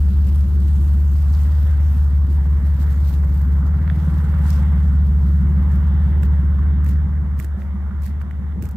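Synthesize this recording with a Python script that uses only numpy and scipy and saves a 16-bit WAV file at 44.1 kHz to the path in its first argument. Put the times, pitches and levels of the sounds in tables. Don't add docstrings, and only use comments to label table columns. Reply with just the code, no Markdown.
import sys
import numpy as np
from scipy import signal
from scipy.fft import rfft, irfft, next_fast_len
from scipy.io import wavfile

SR = 44100
rng = np.random.default_rng(int(sys.argv[2]) if len(sys.argv) > 2 else 0)


def int16_out(signal):
    q = np.round(np.clip(np.atleast_2d(signal).T, -1, 1) * 32767)
    wavfile.write(sys.argv[1], SR, q.astype(np.int16))


def voltage_ratio(level):
    return 10 ** (np.asarray(level, float) / 20)


N = 386360

# (t/s of the loudest moment, level/dB, length/s)
SWISHES = [(0.278, -47.5, 0.023), (1.235, -60.5, 0.055), (1.39, -53, 0.11), (1.95, -55.5, 0.16),
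           (2.326, -54.5, 0.061), (2.677, -55.5, 0.052), (2.812, -48.5, 0.043), (2.914, -52.5, 0.046),
           (3.093, -47.5, 0.073), (3.377, -55.5, 0.09), (4.018, -57.5, 0.17), (4.493, -47, 0.11),
           (4.807, -65, 0.031), (4.895, -64.5, 0.018), (5.272, -61, 0.17), (5.729, -57, .06),
           (6.243, -57, 0.026), (6.887, -50, 0.059), (7.411, -51, 0.057), (7.606, -59.5, 0.058),
           (8.048, -50.5, .06), (8.21, -58.5, 0.018), (8.64, -51.5, 0.037), (8.718, -63, 0.027)]


def rms_one(x):
    return x / np.sqrt(np.mean(x ** 2) + 1e-20)


def in_time(rows):
    s, *columns = np.transpose(rows)
    return [np.interp(np.arange(N) / SR, s, c) for c in columns]


def at_hz(points, hz):
    points = np.array(points)
    return np.interp(np.log(hz), np.log(points[:, 0]), points[:, 1])


def drift(rate_hz):
    r = np.exp(-80 * np.pi * rate_hz / SR)
    white = rng.standard_normal(N // 40 + 2002)
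    slow = signal.lfilter([1], [1, -2 * r, r * r], white)[2000:]
    return np.interp(np.arange(N) / 40, np.arange(len(slow)), rms_one(slow))


def resonances(x, modes):
    out = 0
    for k, (hz, width_hz, db) in enumerate(modes):
        r = np.exp(-np.pi * width_hz / SR)
        top = [(1 - r * r) / 2, 0, (r * r - 1) / 2]
        bottom = [1, -2 * r * np.cos(2 * np.pi * hz / SR), r * r]
        out = out + (-1) ** k * voltage_ratio(db) * signal.lfilter(top, bottom, x + 1e-18)
    return out


def band(x, low_hz, high_hz):
    edges = [low_hz, min(high_hz, .45 * SR)]
    return signal.sosfilt(signal.butter(2, edges, "band", fs=SR, output="sos"), x)


def sides(db):
    return voltage_ratio(np.multiply.outer([.5, -.5], db))


def banded_noise(colour, patchy_db):
    # (f/Hz, likeness)
    likeness = [(60, 0.87), (130, 1), (290, 0.84), (640, 0.73), (1410, 0.62), (3100, 0.059), (6820, -0.76),
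                (15000, 0.91)]
    # (f/Hz, left minus right/dB)
    lean = [(60, -2), (110, 0), (200, 2), (380, -2.5), (700, 1.5), (1290, -6), (2380, -2), (4400, 2),
            (8120, 1.5), (15000, -10)]
    low_hz, high_hz = colour[0][0], colour[-1][0]
    edges = np.geomspace(low_hz, high_hz, round(3 * np.log2(high_hz / low_hz)) + 1)
    out, white = 0, rng.standard_normal((2, 2, N))
    for k, (low, high) in enumerate(zip(edges, edges[1:])):
        mid, side = band(white[k % 2], low, high)
        hz = np.sqrt(low * high)
        alike = np.clip(at_hz(likeness, hz), 0, 1)
        pair = np.sqrt(1 + alike) * mid + np.sqrt(1 - alike) * side * [[1], [-1]]
        gain = voltage_ratio(at_hz(colour, hz) + patchy_db * drift(6.6))
        out = out + gain * sides([at_hz(lean, hz)]) * pair
    return rms_one(out)


def pulses(cycle, place, db, scatter_db):
    passed = np.diff(np.floor(cycle - place), prepend=np.floor(cycle[0] - place)) > 0
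    r = np.exp(-2 * np.pi * 250 / SR)
    pushes = passed * voltage_ratio(db + scatter_db * rng.standard_normal(N))
    return signal.lfilter([1], [1, -2 * r, r * r], pushes)


def engine():
    # (t/s, speed/rpm)
    speed = [(0.0, 714.5), (0.2, 717.9), (1.0, 717.2), (1.6, 738.2), (2.4, 709.5), (2.8, 717.1),
             (3.6, 703.9), (3.8, 754.7), (5.2, 713.7), (6.0, 733.9), (6.4, 716.6), (7.2, 732.4),
             (7.6, 705.1), (8.2, 726.9), (8.76, 719.6)]
    # (t/s, drone level/dB, its octave level/dB, high order level/dB, puffs level/dB)
    exhaust = [(0, -14.5, -41, -33, -36.5), (.9, -14, -35.5, -36.5, -37), (1.85, -14, -40, -52.5, -37),
               (2.6, -15.5, -39, -47, -31.5), (3.6, -15, -36, -32, -30.5), (4.05, -18, -48.5, -49.5, -24),
               (4.6, -14, -35.5, -34, -27), (5.5, -14, -33.5, -29, -27.5), (6.3, -14.5, -45.5, -34, -28),
               (6.95, -15.5, -31, -33.5, -34), (7.15, -19, -35.5, -35, -34.5), (7.38, -20, -47, -39, -31),
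               (7.43, -22.5, -57, -47.5, -50), (7.8, -23.5, -66, -36, -42),
               (8.01, -22.5, -57, -44.5, -37.5), (8.08, -24, -49, -43.5, -42), (8.3, -25, -54, -45.5, -39),
               (8.45, -22, -52, -39, -37.5), (8.76, -27.5, -60, -44, -41)]
    # (t/s, scale of the drone's dip/dB, tail pipe ring level/dB)
    weak_firing = [(0, 5, -38), (.8, 0.5, -42), (1.6, 0, -50), (2.3, 3.5, -50), (3.4, 3, -47),
                   (4.6, 0, -40), (6.3, 1, -41), (7, 2, -45), (7.45, 5, -48), (7.58, 6, -35), (7.8, 6, -36),
                   (8.1, 9, -42), (8.35, 4, -43), (8.6, 3, -39)]
    rpm, = in_time(speed)
    cycle = np.cumsum(rpm) / 120 / SR
    drone_db, octave_db, high_db, puff_db = in_time(exhaust)
    dip_db, ring_db = in_time(weak_firing)
    out = crank_orders(cycle, drone_db, octave_db, high_db, dip_db)
    out = out + voltage_ratio(puff_db) * cylinder_puffs(cycle)
    out = out + panel_knocks(cycle)
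    out = out + voltage_ratio(ring_db) * tail_pipe_ring(cycle)
    rumble = exhaust_flow()
    sideways = flank_echo(out, rumble)
    lean_db = np.interp(np.arange(N) / SR, [0, 3.5, 6.8, 8.76], [.7, .5, 0.03, 0.5])
    return out * sides(lean_db) + sideways * [[1], [-1]] + rumble


def crank_orders(cycle, drone_db, octave_db, high_db, dip_db):
    main_orders = [(12, 0, .2), (24, .018, .52), (31, -.0043, .6)]
    crank_swings = [(1, .8, .195), (3, 1.3, -.09)]
    wobble_shares = [1.0, .7, .45]
    # (order, place of a crest/share of the cycle, level against it/dB)
    with_drone = [(6, -.05, -38), (9, -.03, -32), (10, -.022, -33), (11, .028, -20), (13, .015, -27),
                  (14, -.012, -33), (15, .0133, -30), (17, -.0265, -34), (18, .0278, -30), (21, -.004, -28),
                  (25, .0196, -34)]
    # (order, place of a crest/share of the cycle, level against it/dB)
    with_high = [(34, -.0025, -9)]
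    angle = cycle + .0004 * drift(6.0)
    wobble = sum(degrees / 360 * np.sin(2 * np.pi * n * (cycle - place)) for n, degrees, place in crank_swings)
    dipped_db = drone_db + dip_db * (.25 - stumble(cycle, 0.59, 0.076))
    levels, throbs_db = [dipped_db, octave_db, high_db], [.4, 3.0, 5.0]
    out = 0
    for (order, crest, loudest), db, throb_db, share in zip(main_orders, levels, throbs_db, wobble_shares):
        db = db + throb_db * np.cos(2 * np.pi * (cycle - loudest))
        db = db + (0.087 + 0.04 * dip_db) * drift(5.6)
        out = out + np.sqrt(2) * voltage_ratio(db) * np.cos(2 * np.pi * order * (angle + share * wobble - crest))
    for orders, lead_db in [(with_drone, drone_db), (with_high, high_db)]:
        for order, crest, db in orders:
            level = voltage_ratio(lead_db + db + 1.1 * drift(1.3))
            out = out + np.sqrt(2) * level * np.cos(2 * np.pi * order * (angle - crest))
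    return out


def stumble(cycle, place, recovery):
    since = (cycle - place) % 1 / recovery
    depth = rng.uniform(.6, 1.8, 80)[np.floor(cycle - place).astype(int) + 1]
    return depth * since * np.exp(1 - since)


def cylinder_puffs(cycle):
    # (puff place/share of the cycle, level/dB)
    cylinders = [(.105, .5), (.277, -1.5), (.485, 7), (.54, 0), (.776, 1.5), (.907, -7)]
    # (f/Hz, width/Hz, level/dB)
    pipe = [(86, 14, -15), (140, 60, -12), (160, 19, 0), (190, 14, -12)]
    puffs = sum(pulses(cycle, place, db, scatter_db=.8) for place, db in cylinders)
    return rms_one(resonances(puffs, pipe))


def panel_knocks(cycle):
    # (f/Hz, width/Hz, level/dB, cancelled by the scaling to rms 1)
    panels = [(236.7, 36, 1), (328.2, 23, 0)]
    # (t/s, low panel level/dB, high panel level/dB)
    knock_levels = [(0, -61, -52), (.9, -44.5, -47.5), (1.9, -47, -65), (2.6, -44, -54), (3.7, -42, -55),
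                    (4.05, -49.5, -48), (5, -42, -55), (6.4, -43.5, -48), (7, -45, -57.5), (7.6, -64, -60),
                    (8.1, -48.5, -56), (8.76, -60, -62)]
    double = pulses(cycle, .704, -3, scatter_db=1.5) + pulses(cycle, .824, 0, scatter_db=1.5)
    single = pulses(cycle, .724, 0, scatter_db=1.0)
    out = 0
    for mode, db, blows in zip(panels, in_time(knock_levels), [single, double]):
        ring = resonances(resonances(blows, [mode]), [mode])
        out = out + voltage_ratio(db) * rms_one(ring)
    return out


def tail_pipe_ring(cycle):
    tail_pipe, weak = [(202, 22, 0)], .61   # (f/Hz, width/Hz, level/dB), place in the cycle
    pushes = sum(pulses(cycle, weak + k / 3, db, scatter_db=1.5) for k, db in enumerate([0, -7, -8]))
    return rms_one(resonances(resonances(pushes, tail_pipe), tail_pipe))


def exhaust_flow():
    # (t/s, level/dB)
    flow_levels = [(0, -31), (1.1, -34), (1.8, -33.5), (3, -31.5), (4, -31), (5, -32), (6.3, -30),
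                   (7.2, -33), (7.6, -38), (8.76, -36)]
    # (f/Hz, level per Hz/dB)
    flow_colour = [(25, -30), (42, -14), (60, 0), (90, -8), (120, -11), (190, -16), (230, -17), (290, -23),
                   (450, -31), (600, -45.5)]
    return voltage_ratio(in_time(flow_levels)[0]) * banded_noise(flow_colour, patchy_db=3.0)


def flank_echo(tones, rumble):
    # (t/s, drone gain/dB, gain of the throb above it/dB)
    flank = [(0, -22, -15.5), (2, -23, -18), (3.5, -26.5, -24), (5.8, -22.5, -25), (6.5, -20.5, -21.5),
             (7.5, -17, -9.5), (8.76, -16, -5)]
    low_db, high_db = in_time(flank)
    heard = tones + rumble.mean(axis=0)
    throb = band(band(heard, 105, 450), 105, 450)
    return voltage_ratio(low_db) * np.roll(tones, 150) + voltage_ratio(high_db) * np.roll(throb, 310)


def grass():
    # (f/Hz, level per Hz/dB)
    blade_colour = [(1470, -25.5), (2500, -5.5), (3400, -8.5), (4000, -6), (5750, -10.5), (7950, -10.5),
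                    (10500, -5.5), (11500, -12.5), (14900, -14.5), (15800, -9)]
    ticks = (rng.random(N) < 150 / SR) * rng.exponential(1, N)
    grain = voltage_ratio(1.5 * drift(60.0)) * (1 + .6 * signal.lfilter([1], [1, -.975], ticks))
    blades = rms_one(grain * banded_noise(blade_colour, patchy_db=-1.5))
    hiss = voltage_ratio(-65) * band(rng.standard_normal((2, N)), 2500, 14000)
    return swings() * blades + hiss


def swings():
    # (t/s, level/dB)
    brush = [(0, -54.5), (1.6, -53.5), (2.2, -60), (3.0, -56), (3.7, -60.5), (4.2, -56.5), (5.0, -60),
             (6.0, -62), (7.2, -70.5), (8.76, -97)]
    rise, fall = 0.38, 0.66
    t, (brush_db,) = np.arange(N) / SR, in_time(brush)
    power = voltage_ratio(2 * brush_db)
    for s, db, length in SWISHES:
        width = length * np.where(t < s, rise, fall)
        power = power + voltage_ratio(2 * db) * np.exp(-((t - s) / width) ** 2)
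    return np.sqrt(power)


def snaps():
    # (t/s, level before trims/dB, ring f/Hz, tilt from woody ring to dry treble/dB,
    # left minus right/dB)
    stalks = [(0.2708, -42, 1800, 4, -1), (1.338, -38, 5000, -14.5, 0), (1.3497, -36, 4800, -14, 1),
              (1.3895, -36, 4800, -9.5, 1), (1.5205, -38, 5000, -4, 0), (2.7664, -42, 3000, -12, -8),
              (2.82, -41, 2000, -2, -18), (3.877, -40, 1900, -28, -16), (3.8995, -32, 1760, -31.5, -10),
              (5.7164, -31.5, 1800, 2.5, -7.5), (5.7296, -37.5, 1780, -4, -6),
              (6.222, -41.5, 1800, 20, -13), (6.231, -25.5, 1710, 3, -21.5), (6.8442, -31, 1790, 9, -6),
              (6.8634, -32, 1800, 8, -26), (6.8889, -26.5, 1800, 12, -10.5), (7.3901, -27, 1410, 10.5, -8),
              (7.394, -34.5, 1920, -4.5, -15.5), (7.3988, -22.5, 2000, 9, -18),
              (7.421, -50, 2100, 7, -10.5), (7.4446, -23, 1720, 9, -12.5), (7.619, -33, 1820, -11, -10),
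              (8.0204, -42, 1800, 27, -11), (8.0425, -50, 1800, 11, -3), (8.063, -26, 1810, 12, -7),
              (8.0734, -37.5, 1800, -10.5, -23.5), (8.2144, -39, 1470, -21, -15),
              (8.3101, -31, 1950, -8, -7), (8.6234, -24.5, 2050, 7, -18), (8.6536, -36.5, 2400, 13, -25.5),
              (8.665, -41, 1900, 3, -13), (8.6869, -35, 2400, 18, -8), (8.7104, -38.5, 2400, 20, -16)]
    splinters, widest_s, mean_fall_db = 3, .003, 5
    out, t = np.zeros((2, N)), np.arange(SR // 20) / SR
    rows = stalks + twigs()
    noise = rng.standard_normal((len(rows), 3, len(t)))
    chance = rng.random((len(rows), 3, splinters))
    for (s, db, hz, treble_db, pan_db), white, (late, size, sign) in zip(rows, noise, chance):
        spread = widest_s * np.clip((treble_db + 15) / 20, 0, 1)
        places = ((late - late.min()) * spread * SR).astype(int)
        cracks = np.zeros(len(t))
        np.add.at(cracks, places, voltage_ratio(-2 * mean_fall_db * size) * np.sign(sign - .3))
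        ring = np.sin(2 * np.pi * hz * t) * np.exp(-t * hz / 1.6)
        ring = np.convolve(cracks, ring[:400])[:len(t)] / np.sqrt(np.sum(cracks ** 2) + 1e-9)
        woody = ring + 0.25 * white[2] * np.exp(-t / 0.003)
        woody = band(woody, .55 * hz, max(4000, 1.3 * hz))
        woody = band(woody, .4 * hz, max(4500, 1.5 * hz))
        puff = np.convolve(abs(cracks), np.exp(-t[:900] / 0.003))[:len(t)] / np.sqrt(splinters)
        dry_treble = band((white[0] + 0.24 * white[1] * [[1], [-1]]) * puff, 6000, 16000)
        burst = voltage_ratio(-treble_db / 2 - 1.0) * woody + voltage_ratio(treble_db / 2 - 13.5) * dry_treble
        i = round(s * SR)
        out[:, i:i + len(t)] += (voltage_ratio(db - 3.0) * sides([pan_db]) * burst)[:, :N - i]
    return out


def twigs():
    dry_from_s = 5.5
    over_swish_db, pan_db = 14, -15
    rows = []
    for (s, db, length), pair in zip(SWISHES, rng.uniform(-0.49, 1, (len(SWISHES), 2, 5))):
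        if s > dry_from_s:
            for a, b, c, d, e in pair:
                rows.append((s + length / 2 * a, db + over_swish_db + 3 * b, 2200 + 500 * e,
                             8 + 6 * c, pan_db + 4 * d))
    return rows


def thuds():
    # (t/s, push before filters and gain/dB)
    footfalls = [(6.233, -24), (6.89, -27.5), (7.391, -25), (7.443, -34), (8.532, -36), (8.559, -28.5),
                 (8.577, -33), (8.605, -21.5), (8.624, -26), (8.639, -39)]
    soil_db, soil_s = -20, 0.025
    clicks = np.zeros(N)
    for s, db in footfalls:
        clicks[round(s * SR)] = voltage_ratio(db)
    soil = signal.lfilter([1], [1, -np.exp(-1 / (soil_s * SR))], clicks) * rng.standard_normal(N)
    push = band(band(clicks + voltage_ratio(soil_db) * soil, 35, 530), 30, 600)
    return 60 * resonances(push, [(100.3, 44, 8.0), (306, 250, -12.5)])


def yard_noise():
    # (t/s, bright part level/dB)
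    swells = [(0.0, -53.5), (1.24, -51), (1.44, -47.5), (1.71, -47.5), (2.1, -51.5), (2.9, -46.5),
              (3.27, -49), (4.64, -42.5), (5.1, -49.5), (5.39, -48), (5.66, -45), (6.1, -44.5),
              (6.49, -47.5), (7.34, -49.5), (8.15, -51), (8.76, -53)]
    # (f/Hz, level per Hz/dB)
    noise_colour = [(240, -33), (400, -8), (520, -3), (637, -8), (936, -2.5), (1150, -7.5), (1350, -7),
                    (1900, -10), (2250, -7.5), (2600, -21), (3320, -13), (3990, -23.5), (4500, -24),
                    (5850, -63), (9900, -120)]
    # (t/s, gain/dB)
    upper_treble = [(0, -2), (3.7, -10), (3.9, -6), (6.6, -6), (7.2, -9.5), (8.76, -5.5)]
    bright_db, = in_time(swells)
    dull_db = -51.5 + 0.46 * (bright_db - bright_db.mean())
    hiss = banded_noise(noise_colour, patchy_db=1.5)
    ticks = (rng.random(N) < 120 / SR) * rng.exponential(1, N)
    hiss = hiss * (1 + .22 * signal.lfilter([1], [1, -.99], ticks))
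    hiss[0] = np.roll(hiss[0], 3)
    dull = band(hiss, 260, 860)
    bright = band(hiss, 864, 7900)
    upper = voltage_ratio(in_time(upper_treble)[0]) * band(band(bright, 2450, 3900), 2450, 3900)
    shield = signal.butter(6, 2050, fs=SR, output="sos")
    bright = signal.sosfilt(shield, bright) + upper
    return voltage_ratio(dull_db) * rms_one(dull) + voltage_ratio(bright_db + 0.47 * drift(40.0)) * rms_one(bright)


def scene():
    return engine() + grass() + snaps() + thuds() + yard_noise()


def roll_off(x):
    return signal.sosfilt(signal.butter(12, 16400, fs=SR, output="sos"), x)


def record(dry):
    # (f/Hz, gain/dB)
    treble_colour = [(8000, 0), (10600, -5.5), (11200, -0.5), (12500, 0), (15600, 2.5), (15900, -37)]
    size = next_fast_len(N)
    hz = np.arange(size // 2 + 1) * SR / size + 1
    heard = irfft(rfft(dry, size) * voltage_ratio(at_hz(treble_colour, hz)), size)[:, :N]
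    heard = heard * np.minimum(np.arange(N) / 150, 1)
    return roll_off(heard)


dry = scene()
out = record(dry)
int16_out(out)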